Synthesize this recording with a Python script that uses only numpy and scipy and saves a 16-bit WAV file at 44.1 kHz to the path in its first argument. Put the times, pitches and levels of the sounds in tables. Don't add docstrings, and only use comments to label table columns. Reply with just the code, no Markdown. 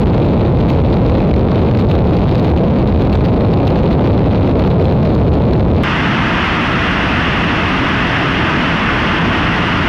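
import sys
import numpy as np
from scipy import signal
from scipy.fft import rfft, irfft, next_fast_len
from scipy.io import wavfile
from scipy.ndimage import uniform_filter1d

SR = 44100
rng = np.random.default_rng(int(sys.argv[2]) if len(sys.argv) > 2 else 0)


def int16_out(signal):
    q = np.round(np.clip(np.atleast_2d(signal).T, -1, 1) * 32767)
    wavfile.write(sys.argv[1], SR, q.astype(np.int16))


def ratio(d):
    e = np.asarray(d, float) / 20
    return 10 ** e


N = 435708

CUT_S, CUT_JUMP = 5.83493, -.24
HISS_FROM_HZ = 1500
RUN_IN = 8192
FAR_LEVEL_DB, NEAR_LEVEL_DB = -11, -13.5
BURST_S, LULL_S = .018, .025
ROAR_FOLLOWS = 0.021
EDDIES_PER_S = 18.
CEILING_BAND_HZ, CEILING_RAGGED_HZ = 280, 800

# frequency [Hz], density [dB per Hz].
FAR_PLUME = [(20, -12), (80, -3.5), (200, -5), (500, -21.5), (1200, -35.5), (3000, -43.5), (6000, -54),
             (15000, -54.5)]
NEAR_PLUME = [(20, -9.5), (70, -12), (170, -4.5), (320, -22.5), (500, -31), (1300, -23.5), (3000, -13.5),
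              (15000, -23.5)]
# frequency [Hz], density [dB per Hz].
FAR_HEARD = [(12, -45), (22, -17.5), (45, -5.5), (75, 0.5), (180, -2.5), (280, -7.5), (500, -10),
             (1000, -22), (1750, -35.5), (2500, -34.5), (3200, -42), (5200, -53.5), (8200, -70),
             (15600, -69)]
NEAR_HEARD = [(12, -35), (22, -14.5), (70, -2), (170, -2), (320, -5), (365, -9.5), (520, -14), (1250, -9.5),
              (2700, -14), (3450, -22.5), (3900, -31), (5500, -35.5), (8500, -59), (15600, -66)]
# centre [Hz], width [Hz], gain [dB].
FAR_CAVITY = [(4020, 860, 8), (6700, 700, 2.5), (12200, 600, 5), (13800, 1600, 2)]
NEAR_CAVITY = [(667, 39, 2), (797, 40, -2.5), (866, 25, 0.5), (2324, 156, -4.5), (10060, 1930, 6.5),
               (12350, 1000, -1)]
# frequency [Hz], lag [ms].
HOUSING_LAG = [(30, 1.7), (150, 2.4), (300, 1.8), (570, 1.36), (1100, .7), (2000, .25), (3500, 0)]
# time [s], swell [dB].
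BURSTS = [(.07, 4), (.14, 5.5), (.61, 9.5), (.70, 13.5), (.92, 7.5), (1.15, 6), (1.27, 2.5), (1.37, 7),
          (1.53, -1), (1.80, 10), (1.91, 10), (1.97, 2.5), (2.22, 3), (2.30, 5), (2.36, 9.5), (2.48, 11),
          (2.81, 3.5), (3.00, 6.5), (3.13, 9), (3.26, 8), (3.31, 6.5), (3.67, 6), (3.92, 11), (4.07, 6),
          (4.32, 3), (4.47, 5), (4.60, 2.5), (4.67, 7), (5.02, 7.5), (5.77, 3.5)]
# time [s], sag [dB].
LULLS = [(.10, -7.5), (.53, -9.5), (.82, -7), (.98, -4), (1.46, -14.5), (1.86, -2), (2.02, -8),
         (2.53, -8.5), (2.68, -7), (2.74, -10), (2.84, -7), (3.07, -4.5), (3.39, -8), (3.61, -6),
         (3.98, -10), (4.22, -3), (4.54, -13), (4.75, -6), (4.90, -6), (4.99, -10.5), (5.22, -2),
         (5.40, -6.5), (5.66, -12.5), (5.73, -11.5)]
# frequency [Hz], power share [0-1].
CAMERA_BLUR = [(300, 0), (600, .15), (1100, .25), (2000, .07), (4000, .05), (6500, .55), (9000, .75)]
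# low edge [Hz], high edge [Hz], chance [0-1].
FAR_STARVED = [(6900, 7600, .02), (7600, 8300, .05), (8300, 8900, .09), (8900, 9600, .03),
               (9600, 10300, .04), (10300, 11200, .04)]
NEAR_STARVED = [(9900, 10600, .1), (10600, 11200, .68), (11300, 11600, .45), (11600, 11900, .4),
                (11900, 12300, .3), (12300, 12700, .2)]
# time [s], ceiling [Hz].
FAR_CEILING = [(0, 15900)]
NEAR_CEILING = [(5.84, 13500), (6.6, 14000), (7.2, 13000), (7.7, 13600), (8.1, 14900), (8.5, 13600),
                (8.7, 12600), (9.0, 13500)]
# frequency [Hz], level [dB rms].
WHINE = [(11254, -86)]


def rms_one(x):
    return x / np.sqrt(np.mean(x ** 2))


def at_hz(points, hz):
    point_hz, value = np.transpose(points)
    return np.interp(np.log(np.maximum(hz, 1)), np.log(point_hz), value)


def gusts(events, half_s, first, count):
    at = np.arange(0, count, 64)
    t = (first + at) / SR
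    bells = np.zeros(len(t))
    for s, db in events:
        bells += db * np.exp(-((t - s) / half_s) ** 2)
    return np.interp(np.arange(count), at, bells)


def drift(rate_hz, count):
    r = np.exp(-2 * np.pi * rate_hz / SR)
    noise = rng.standard_normal(count + SR)
    return rms_one(signal.lfilter([1], [1, -2 * r, r * r], noise)[SR:])


def shocklets(per_s, decay_ms, count):
    size_db = 4.6 * np.minimum(rng.exponential(1, count), 4)
    jumps = (rng.random(count) < per_s / SR) * ratio(size_db)
    sag = np.exp(-1000 / (decay_ms * SR))
    return rms_one(signal.lfilter([1], [1, -sag], jumps - jumps.mean()))


def plume(spectrum, gust_db, crackle_db):
    count = len(gust_db)
    hz = np.arange(count // 2 + 1) * SR / count
    noise = rfft(rng.standard_normal(count)) * ratio(at_hz(spectrum, hz))
    rumble = irfft(noise * (hz <= HISS_FROM_HZ), count)
    hiss = irfft(noise * (hz > HISS_FROM_HZ), count)
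    crackle = ratio(crackle_db) * np.std(hiss) * shocklets(per_s=350., decay_ms=0.11, count=count)
    return rms_one(rumble + ratio(gust_db) * (hiss + crackle))


def steepen(pressure, steepen_ms):
    at = np.arange(len(pressure))
    return np.interp(at + pressure * steepen_ms * SR / 1000, at, pressure)


def capsule(pressure, drive, lean, knee):
    swing = drive * pressure + lean
    return swing / (1 + np.abs(swing) ** knee) ** (1 / knee)


def housing(x, heard, cavity):
    hz, power = signal.welch(x, SR, nperseg=4096)
    edges = np.geomspace(15, SR / 2, 40)
    sums = np.interp(edges, hz, np.cumsum(power))
    centres = np.sqrt(edges[1:] * edges[:-1])
    own_db = np.c_[centres, 10 * np.log10(np.diff(sums) / np.diff(edges))]

    hz = np.arange(len(x) // 2 + 1) * SR / len(x)
    gain_db = at_hz(heard, hz) - at_hz(own_db, hz)
    for centre, width, db in cavity:
        gain_db += db * np.exp(-((hz - centre) / width) ** 2)
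    lag_s = at_hz(HOUSING_LAG, hz) / 1000
    phase = np.pi / 2 - 2 * np.pi * np.cumsum(lag_s) * hz[1]
    return irfft(rfft(x) * ratio(gain_db) * np.exp(1j * phase), len(x))


def gain_control(x, top):
    held = uniform_filter1d(np.abs(x), size=400)
    return x / np.sqrt(1 + (held / top) ** 2)


def camera_smear(x, starved, ceiling, start_s):
    hz, s, frames = signal.stft(x, SR, nperseg=2048)
    share = np.clip(at_hz(CAMERA_BLUR, hz), 0, 1)[:, None]
    power = np.abs(frames) ** 2
    steady = np.median(power, axis=1, keepdims=True) / np.log(2)
    height = np.sqrt(0.16 * power + 0.28 * steady)
    turns = np.exp(2j * np.pi * rng.random(frames.shape))
    frames = np.sqrt(1 - share) * frames + np.sqrt(2 * share) * height * turns

    for low_hz, high_hz, chance in starved:
        dropped = np.repeat(rng.random(len(s)) < chance, 2)[:len(s)]
        frames[np.ix_((hz > low_hz) & (hz <= high_hz), dropped)] = 0

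    band = (hz // CEILING_BAND_HZ).astype(int)
    ragged = np.repeat(rng.standard_normal((band[-1] + 1, len(s))), 2, axis=1)[band, :len(s)]
    reach_hz = np.interp(start_s + s, *np.transpose(ceiling)) + CEILING_RAGGED_HZ * ragged
    frames[(band * CEILING_BAND_HZ)[:, None] > reach_hz] = 0
    return signal.istft(frames, SR, nperseg=2048)[1][:len(x)]


def listening_post(first, count, level_db, spectrum, heard, cavity, starved, ceiling, crackle_db,
                   steepen_ms, drive, lean, knee, flutter_db, eddy_db, top):
    size = next_fast_len(count + 2 * RUN_IN)
    start = first - RUN_IN
    swell_db = gusts(BURSTS, BURST_S, start, size) + gusts(LULLS, LULL_S, start, size)
    flutter = drift(120, size)
    flutter = flutter - .7 * uniform_filter1d(flutter, size=2000)
    gust_db = .8 * swell_db + flutter_db * flutter + eddy_db * drift(EDDIES_PER_S, size)

    pressure = steepen(plume(spectrum, gust_db, crackle_db), steepen_ms)
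    swing = capsule(pressure, drive, lean, knee)
    housed = rms_one(housing(swing, heard, cavity))
    taken = rms_one(camera_smear(gain_control(housed, top), starved, ceiling, start / SR))
    roar = ratio(level_db + ROAR_FOLLOWS * swell_db) * taken
    return roar[RUN_IN:RUN_IN + count]


def cut_click(step, t):
    return step * np.exp(-t / .0006)


def recorder_whine(t):
    return sum(ratio(db) * np.sqrt(2) * np.sin(2 * np.pi * hz * t) for hz, db in WHINE)


def scene():
    cut = round(CUT_S * SR)
    far = listening_post(
        0, cut, FAR_LEVEL_DB, FAR_PLUME, FAR_HEARD, FAR_CAVITY, FAR_STARVED, FAR_CEILING,
        crackle_db=3.5, steepen_ms=0.23, drive=5.5, lean=0.069, knee=2.5,
        flutter_db=5.0, eddy_db=1.27, top=1.6)
    near = listening_post(
        cut, N - cut, NEAR_LEVEL_DB, NEAR_PLUME, NEAR_HEARD, NEAR_CAVITY, NEAR_STARVED, NEAR_CEILING,
        crackle_db=-26.5, steepen_ms=.005, drive=0.99, lean=0.022, knee=9.3,
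        flutter_db=0.14, eddy_db=0.7, top=1.0)
    t = np.arange(N - cut) / SR
    near = near + cut_click(far[-1] + CUT_JUMP - near[0], t) + recorder_whine(t)
    return np.r_[far, near][None]


def top_cut(x):
    return signal.sosfilt(signal.butter(12, 15830, fs=SR, output="sos"), x)


def record(dry):
    return top_cut(dry)


dry = scene()
out = record(dry)
int16_out(out)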